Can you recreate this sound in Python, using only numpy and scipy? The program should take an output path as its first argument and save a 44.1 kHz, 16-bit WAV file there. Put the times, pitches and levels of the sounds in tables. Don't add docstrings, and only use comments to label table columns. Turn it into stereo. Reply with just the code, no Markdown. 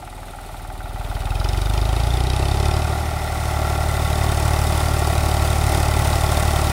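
import sys
import numpy as np
from scipy import signal
from scipy.fft import rfft, irfft, next_fast_len
from scipy.io import wavfile
from scipy.ndimage import uniform_filter1d, map_coordinates

SR = 44100
rng = np.random.default_rng(int(sys.argv[2]) if len(sys.argv) > 2 else 0)


def dump_mix(stems):
    frames = np.atleast_2d(stems).T
    limited = np.clip(frames, -1, 1)
    pcm = np.round(limited * 32767).astype(np.int16)
    wavfile.write(sys.argv[1], SR, pcm)


N = 296330
TIME = np.arange(N) / SR
SIZE = next_fast_len(N + 8192)
FREQ = np.maximum(np.arange(SIZE // 2 + 1) * SR / SIZE, 1)
CYLINDERS = 3
WORKING_HZ = 37


def undb(db):
    return 10 ** (np.asarray(db) / 20)


def unit(x):
    return x / np.sqrt(np.mean(x ** 2))


def curves(table):
    seconds, *columns = np.transpose(table)
    return [np.interp(TIME, seconds, column) for column in columns]


def filtered(x, response):
    return irfft(rfft(x, SIZE) * response, SIZE)[..., :N]


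def colour(points):
    hz, db = np.transpose(points)
    return undb(np.interp(np.log(FREQ), np.log(np.maximum(hz, 1)), db))


def resonance(hz, width_hz, freq=FREQ):
    return 1 / (1 + 1j * (freq ** 2 - hz ** 2) / (freq * width_hz))


def body(modes):
    return sum(undb(db) * resonance(hz, width) for hz, width, db in modes)


def low_cut(hz):
    s = 1j * FREQ / hz
    return s * s / (s * s + np.sqrt(2) * s + 1)


def walk(rate):
    hold = int(SR / rate)
    steps = np.repeat(rng.standard_normal(N // hold + 1), hold)
    return 1.2 * uniform_filter1d(steps, hold)[:N]


def noise():
    return rng.standard_normal((2, N))


def strokes(turn, place, rise, fall, scatter_db):
    nearest = np.round(turn - place).astype(int)
    offset = turn - place - nearest
    size = undb(scatter_db * rng.uniform(-1.5, 1.5, 512))[nearest]
    return size * np.exp(-.5 * (offset / np.where(offset < 0, rise, fall)) ** 2)


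def cylinder_gain(turn, cylinder_db):
    return undb(np.asarray(cylinder_db)[np.round(turn).astype(int) % CYLINDERS])


def repeating_taps(turn, slop, count):
    cycles = np.arange(-1, turn[-1] / CYLINDERS + 1)[:, None]
    places = (np.arange(count) + rng.random(count)) / count
    angles = CYLINDERS * (cycles + places) + slop * rng.standard_normal((len(cycles), count))
    sizes = rng.choice([-1, 1], count) * undb(0.46 * rng.standard_normal(angles.shape))
    inside = (angles > turn[0]) & (angles < turn[-1])
    return np.bincount(np.searchsorted(turn, angles[inside]), sizes[inside], N)


def exhaust_thump(turn, hz):
    force = cylinder_gain(turn, cylinder_db=[-.6, .1, .7])
    slug = strokes(turn, place=.01, rise=.0025 * hz, fall=.002 * hz, scatter_db=.45) * force
    front = strokes(turn, place=-0.013, rise=0.00097 * hz, fall=0.0015 * hz, scatter_db=1.2) * force
    silencer = (resonance(50.5, 25) + undb(-1.2) * resonance(98, 54)) * low_cut(32)
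    wave = filtered(slug, silencer) + undb(-14.5) * filtered(front, resonance(124, 660))
    return unit(wave / hz ** 0.12)


# centre in Hz, width of one pass in Hz, level in dB.
CHAMBER_MODES = [(373, 118, 0.5), (296, 48, -15), (766, 230, -4.5), (1194, 210, -8.5)]


def exhaust_bark(turn, hz):
    kick = strokes(turn, place=.03, rise=.00012 * hz, fall=.00012 * hz, scatter_db=1.5)
    after = strokes(turn, place=.05, rise=.003 * hz, fall=.0028 * hz, scatter_db=1)
    chambers = sum(undb(db) * resonance(pitch, width) ** 2 for pitch, width, db in CHAMBER_MODES)
    ring = unit(filtered(kick, chambers)) * [[1], [0]]
    flutter = unit(filtered(noise() * after, chambers))
    return unit(ring + undb(-3) * flutter)


# centre in Hz, width in Hz, level in dB.
STACK_MODES = [(790, 170, 4), (2590, 126, 6), (3165, 180, 1.5), (3630, 200, 4.5), (4220, 280, -4),
               (4810, 300, -0.5), (5310, 146, -4.5), (3550, 910, -8.5)]
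HEAT_SPREAD, JET_COLOUR_DB = .025, 1.5
JET_TAIL_DB, JET_TAIL_S = -11, .017


def exhaust_spit(turn, size=2048):
    lead_in = size // 8
    t = (np.arange(size) - lead_in) / SR
    freq = np.maximum(np.arange(size // 2 + 1) * SR / size, 1)
    burst = np.exp(-.5 * (t / np.where(t < 0, .001, .0025)) ** 2)
    tail = (t > 0) * undb(JET_TAIL_DB) * np.exp(-abs(t) / JET_TAIL_S)
    jet = burst + tail
    starts = np.searchsorted(turn, np.arange(1, turn[-1]) - .055)
    out = np.zeros((2, N + size))
    for start in starts:
        heat, strength = np.clip(rng.standard_normal((2, len(STACK_MODES))), -2, 2)
        stack = 0
        for (pitch, width, db), h, s in zip(STACK_MODES, heat, strength):
            heated = pitch * (1 + HEAT_SPREAD * h)
            mode = resonance(heated, width, freq) * resonance(heated, min(5 * width, 2600), freq)
            stack = stack + undb(db + JET_COLOUR_DB * s) * mode
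        ring = irfft(rfft(jet * rng.standard_normal((2, size))) * stack, size)
        out[:, start:start + size] += unit(ring) * undb(rng.uniform(-1.6, 1.6))
    return unit(out[:, lead_in:lead_in + N])


def exhaust_hiss(turn, hz):
    jet = strokes(turn, place=-.008, rise=0.002 * hz, fall=0.0021 * hz, scatter_db=2.5)
    return unit(filtered(noise() * jet, resonance(8740, 3600) ** 2))


# time in seconds, extra level in dB.
HARD_CRACKS = [(1.491, 4), (1.778, 3), (2.301, 3), (2.457, 2), (2.659, 5), (2.715, 3), (2.769, 2)]


def hard_firings(turn):
    firing = np.round(turn)
    return undb(sum(db * (firing == np.round(np.interp(s, TIME, turn))) for s, db in HARD_CRACKS))


# centre in Hz, width in Hz, level in dB.
HEAD_MODES = [(759, 16.5, 19.5), (833, 29, 22), (1210, 77, 6.5), (1387, 150, 5.5), (1543, 18, 8),
              (1910, 88, -6)]
KNOCK_BALANCE_DB = [-5, -1, 0]


def knock(turn, hz):
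    uneven = cylinder_gain(turn, KNOCK_BALANCE_DB) ** (19 / hz) / np.sqrt(hz)
    jolt = strokes(turn, place=.255, rise=.00012 * hz, fall=.00012 * hz, scatter_db=.7)
    burn = strokes(turn, place=.285, rise=.0018 * hz, fall=.0035 * hz, scatter_db=.7)
    ring = unit(filtered(jolt * uneven, body(HEAD_MODES) * resonance(1420, 1370) ** 2))
    rough = resonance(1420, 980) ** 2 + undb(-38) * resonance(9200, 5000) ** 2
    rasp = unit(filtered(noise() * burn * uneven, rough))
    return unit(ring * [[1], [0]] + undb(-6) * rasp)


# centre in Hz, width in Hz, level in dB.
BLOCK_MODES = [(392, 29, -3.5), (632, 73, -2), (721, 64, 1), (768.6, 22, 3), (815, 18, -4),
               (1123, 54, -5.5), (1206, 58, -11), (1340, 54, -3), (2017, 26, -7)]
# place from 0 to 1,
# length in intervals, level in dB at working speed, change in dB per octave of speed.
IMPACT_SWELLS = [(.11, 0.079, 3.5, 6.5), (.29, 0.042, 1, 26), (.51, 0.15, 0.5, -8),
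                 (.86, 0.044, -1.5, -6.5)]


def clatter(turn, hz):
    octaves = np.log2(hz / WORKING_HZ)
    force = undb(-13.5)
    for place, length, db, octave_db in IMPACT_SWELLS:
        force = force + undb(db + octave_db * octaves) * strokes(turn, place, length, length, scatter_db=1.5)
    contacts = unit(repeating_taps(turn, slop=.002, count=60)) + undb(-5.0) * noise()
    return unit(filtered(contacts * force, body(BLOCK_MODES) * resonance(710, 1900) * low_cut(297)))


def intake(turn):
    gulp = strokes(turn, place=.55, rise=.26, fall=.053, scatter_db=.5)
    cleaner = resonance(39.8, 6.5) + undb(-1) * resonance(95, 14) + resonance(132, 22)
    return unit(filtered(gulp, cleaner * low_cut(30)))


# centre in Hz, width in Hz, level in dB.
FRAME_MODES = [(94, 19, 5), (131, 30, -1), (221.6, 16.4, -4), (262.5, 21, -8.5), (603.5, 32, -4.5)]


def frame_drone(turn):
    shakes = repeating_taps(turn, slop=.002, count=40)
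    return unit(filtered(shakes, body(FRAME_MODES) * low_cut(70) * resonance(220, 900)))


def clunk(turn, hz):
    blow = strokes(turn / CYLINDERS, place=.22, rise=.00008 * hz, fall=.00008 * hz, scatter_db=1.5)
    return unit(filtered(blow, resonance(385, 90) ** 2 + undb(-5) * resonance(300, 70) ** 2))


# cycles per firing, mean level in dB before the growth with speed.
MESH_TONES = [(50 / 3, 2), (56 / 3, 2), (64 / 3, -.5), (22.8, 1), (30, 3), (40.2, -7)]


def gear_whine(turn, hz):
    mesh = 0
    for order, db in MESH_TONES:
        level = undb(db + 2 * walk(10))
        mesh = mesh + level * np.sin(2 * np.pi * order * turn + .7 * walk(25))
    return unit(mesh * hz ** 4)


def injectors(turn):
    shot = strokes(turn, place=0.76, rise=0.07, fall=0.1, scatter_db=1)
    pipes = undb(5) * resonance(3850, 1500) ** 2 + resonance(9100, 3000) ** 2
    pipes = pipes + undb(-5) * resonance(11000, 2500)
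    return unit(filtered(noise() * shot, pipes * low_cut(3400)))


# centre in Hz, width in Hz, level in dB.
PANEL_MODES = [(2000, 180, 3), (2460, 160, -6.5), (3560, 33, -2), (5300, 41, -5), (8700, 840, -17)]


def panels(turn):
    shake = 1 + undb(-3.0) * strokes(turn, place=0.24, rise=0.11, fall=0.87, scatter_db=5.5)
    contacts = unit(repeating_taps(turn, slop=0.0013, count=90)) + undb(21.0) * noise()
    return unit(filtered(contacts * shake, body(PANEL_MODES) * low_cut(1480)))


# frequency in Hz, filter gain in dB.
RUSH_COLOUR = [(100, 12), (200, 3), (400, 2.5), (470, 3.5), (600, 6.5), (1000, 3.5), (1450, 0.5),
               (1650, -1), (2000, -3.5), (2850, -6), (5300, -10), (6400, -11.5), (10700, -12.5),
               (12500, -17.5), (16000, -17)]


def rush(turn):
    grit = undb(1.52 * walk(700) + 0.75 * walk(9.9))
    pulse = 1 + .35 * strokes(turn, place=.1, rise=.2, fall=.27, scatter_db=4)
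    return unit(filtered(noise() * grit * pulse, colour(RUSH_COLOUR) * low_cut(67)))


SURGE_LAG_S = .17


def surge(fuel):
    keep = np.exp(-1 / (SURGE_LAG_S * SR))
    return np.maximum(fuel - signal.lfilter([1 - keep], [1, -keep], fuel), 0)


FAR_M, APPROACH_M_S = 25.5, 0.75


def loudness(law, fuel, hz):
    full_db, fuel_db, octave_db, approach_db = law
    closer_m = APPROACH_M_S * TIME
    db = full_db + fuel_db * (fuel - 1) + octave_db * np.log2(hz / WORKING_HZ) + approach_db * closer_m
    return undb(db) * FAR_M / (FAR_M - closer_m)


# frequency in Hz, gain in dB, nominal left minus right level in dB,
# phase lead of the left in radians, likeness from 0 to 1 before a ceiling just under 1.
PAIR_RESPONSE = [(200, 0.5, -0.78, 0, 1), (760, 1.3, -0.1, 0, 0.95), (1300, 3.5, -1.8, 0.9, 1),
                 (2040, 4.5, -0.3, 1.84, 0.34), (2800, 2, -1.3, 4, 0.23), (3620, 1.5, -2.2, 4.5, 0.3),
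                 (5500, 1.5, -4, 6.5, 0.36), (8500, 3, -0.7, 7, .3), (10900, 2.5, 6.5, 7, 0),
                 (15000, 2, -4, 6.5, 0.65)]
# centre in Hz, width in Hz, depth from 0 to 1.
LEFT_ECHO_DIPS = [(460, 89, 0.83), (963, 170, 0.57), (1540, 370, 0.75), (2090, 300, 0.38)]
RIGHT_ECHO_DIPS = [(552, 190, 0.37), (1254, 380, 0.52), (1737, 265, 0.82), (2660, 230, 0.39)]
# time in seconds, extra delay at the right in seconds.
BEARING_DELAY = [(0, .00009), (3.7, 0)]


def microphones(direct, scattered):
    hz, *columns = np.transpose(PAIR_RESPONSE)
    db, lean_db, lead, likeness = (np.interp(np.log(FREQ), np.log(hz), column) for column in columns)
    likeness = np.clip(likeness, 0, .9995)
    shared, apart = np.sqrt((1 + likeness) / 2), np.sqrt((1 - likeness) / 2)
    pair = []
    for sign, dips, delay in ((0.97, LEFT_ECHO_DIPS, 1), (-1.01, RIGHT_ECHO_DIPS, np.exp(-1j * lead))):
        echo = np.prod([1 - depth * resonance(pitch, width) for pitch, width, depth in dips], axis=0)
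        port = echo * delay * undb(db + sign * lean_db / 2)
        pair.append(filtered(direct, port * shared) + sign * filtered(scattered, port * apart))
    late_s, = curves(BEARING_DELAY)
    right = map_coordinates(pair[1], [(TIME - late_s) * SR], order=5, mode="mirror")
    return np.array([pair[0], right])


# time in seconds, firings per second.
ENGINE_SPEED = [(0, 19.458), (.6, 19.003), (1, 19.549), (1.2, 18.922), (1.45, 22.569), (1.9, 26.922),
                (2.82, 37.847), (3.1, 37.994), (3.4, 37.204), (4.4, 36.98), (4.9, 37.307), (5.9, 36.687),
                (6.3, 37.068), (6.72, 36.649)]
# time in seconds, fuel from 0 to 1.
FUEL = [(0, 0.06), (.45, 0.02), (.8, 0.2), (1.42, 0.85), (2.1, 0.87), (2.7, 0.85), (3.2, 0.38),
        (3.65, 0.66), (4.4, 0.77), (6.72, 0.76)]
# level in dB at full fuel, working speed and the starting distance,
# dB per unit of fuel, dB per octave of speed, dB per metre of approach besides the distance law.
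THUMP_LOUDNESS = (-15.2, 14.8, 4.4, 0)
BARK_LOUDNESS = (-30, 28, 6.5, -0.36)
SPIT_LOUDNESS = (-33.6, 26, -1.5, .6)
HISS_LOUDNESS = (-47, 24, -2.5, 2.2)
KNOCK_LOUDNESS = (-39, 3.5, 1.5, -.5)
CLATTER_LOUDNESS = (-31.5, 1.5, 11.5, 0)
INTAKE_LOUDNESS = (-23.3, 6, 4, 0)
FRAME_LOUDNESS = (-36, 5.5, 2, 0)
CLUNK_LOUDNESS = (-48, 0, 3, 0)
WHINE_LOUDNESS = (-42, 12.5, 39, 1.6)
INJECTOR_LOUDNESS = (-49, -0.5, 5, -0.5)
PANEL_LOUDNESS = (-38.5, 0.5, 13, 0.32)
RUSH_LOUDNESS = (-31.5, 8, 3, 1.39)
START_TURN = .79
SLUG_ONSET = .13
SURGE_KNOCK_DB, SURGE_CLATTER_DB = 22, 26


def scene():
    hz, = curves(ENGINE_SPEED)
    fuel, = curves(FUEL)
    turn = START_TURN + np.cumsum(hz) / SR
    harsh = surge(fuel)
    weight = 1 - .8 * np.exp(-fuel / SLUG_ONSET)
    crack = hard_firings(turn)
    parts = [(exhaust_thump(turn, hz) * weight, THUMP_LOUDNESS),
             (exhaust_bark(turn, hz), BARK_LOUDNESS),
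             (exhaust_spit(turn) * weight * crack, SPIT_LOUDNESS),
             (exhaust_hiss(turn, hz) * weight * crack, HISS_LOUDNESS),
             (knock(turn, hz) * undb(SURGE_KNOCK_DB * harsh), KNOCK_LOUDNESS),
             (clatter(turn, hz) * undb(SURGE_CLATTER_DB * harsh), CLATTER_LOUDNESS),
             (intake(turn), INTAKE_LOUDNESS),
             (frame_drone(turn), FRAME_LOUDNESS),
             (clunk(turn, hz), CLUNK_LOUDNESS),
             (gear_whine(turn, hz), WHINE_LOUDNESS),
             (injectors(turn), INJECTOR_LOUDNESS),
             (panels(turn), PANEL_LOUDNESS),
             (rush(turn), RUSH_LOUDNESS)]
    direct, scattered = sum(part * loudness(law, fuel, hz) for part, law in parts)
    return microphones(direct, scattered)


TOP_HZ = 15700


def record(dry):
    lean = filtered(dry, 1 / np.sqrt(1 + (28 / FREQ) ** 12))
    return signal.sosfilt(signal.ellip(10, .2, 80, TOP_HZ, fs=SR, output="sos"), lean)


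dry = scene()
out = record(dry)
dump_mix(out)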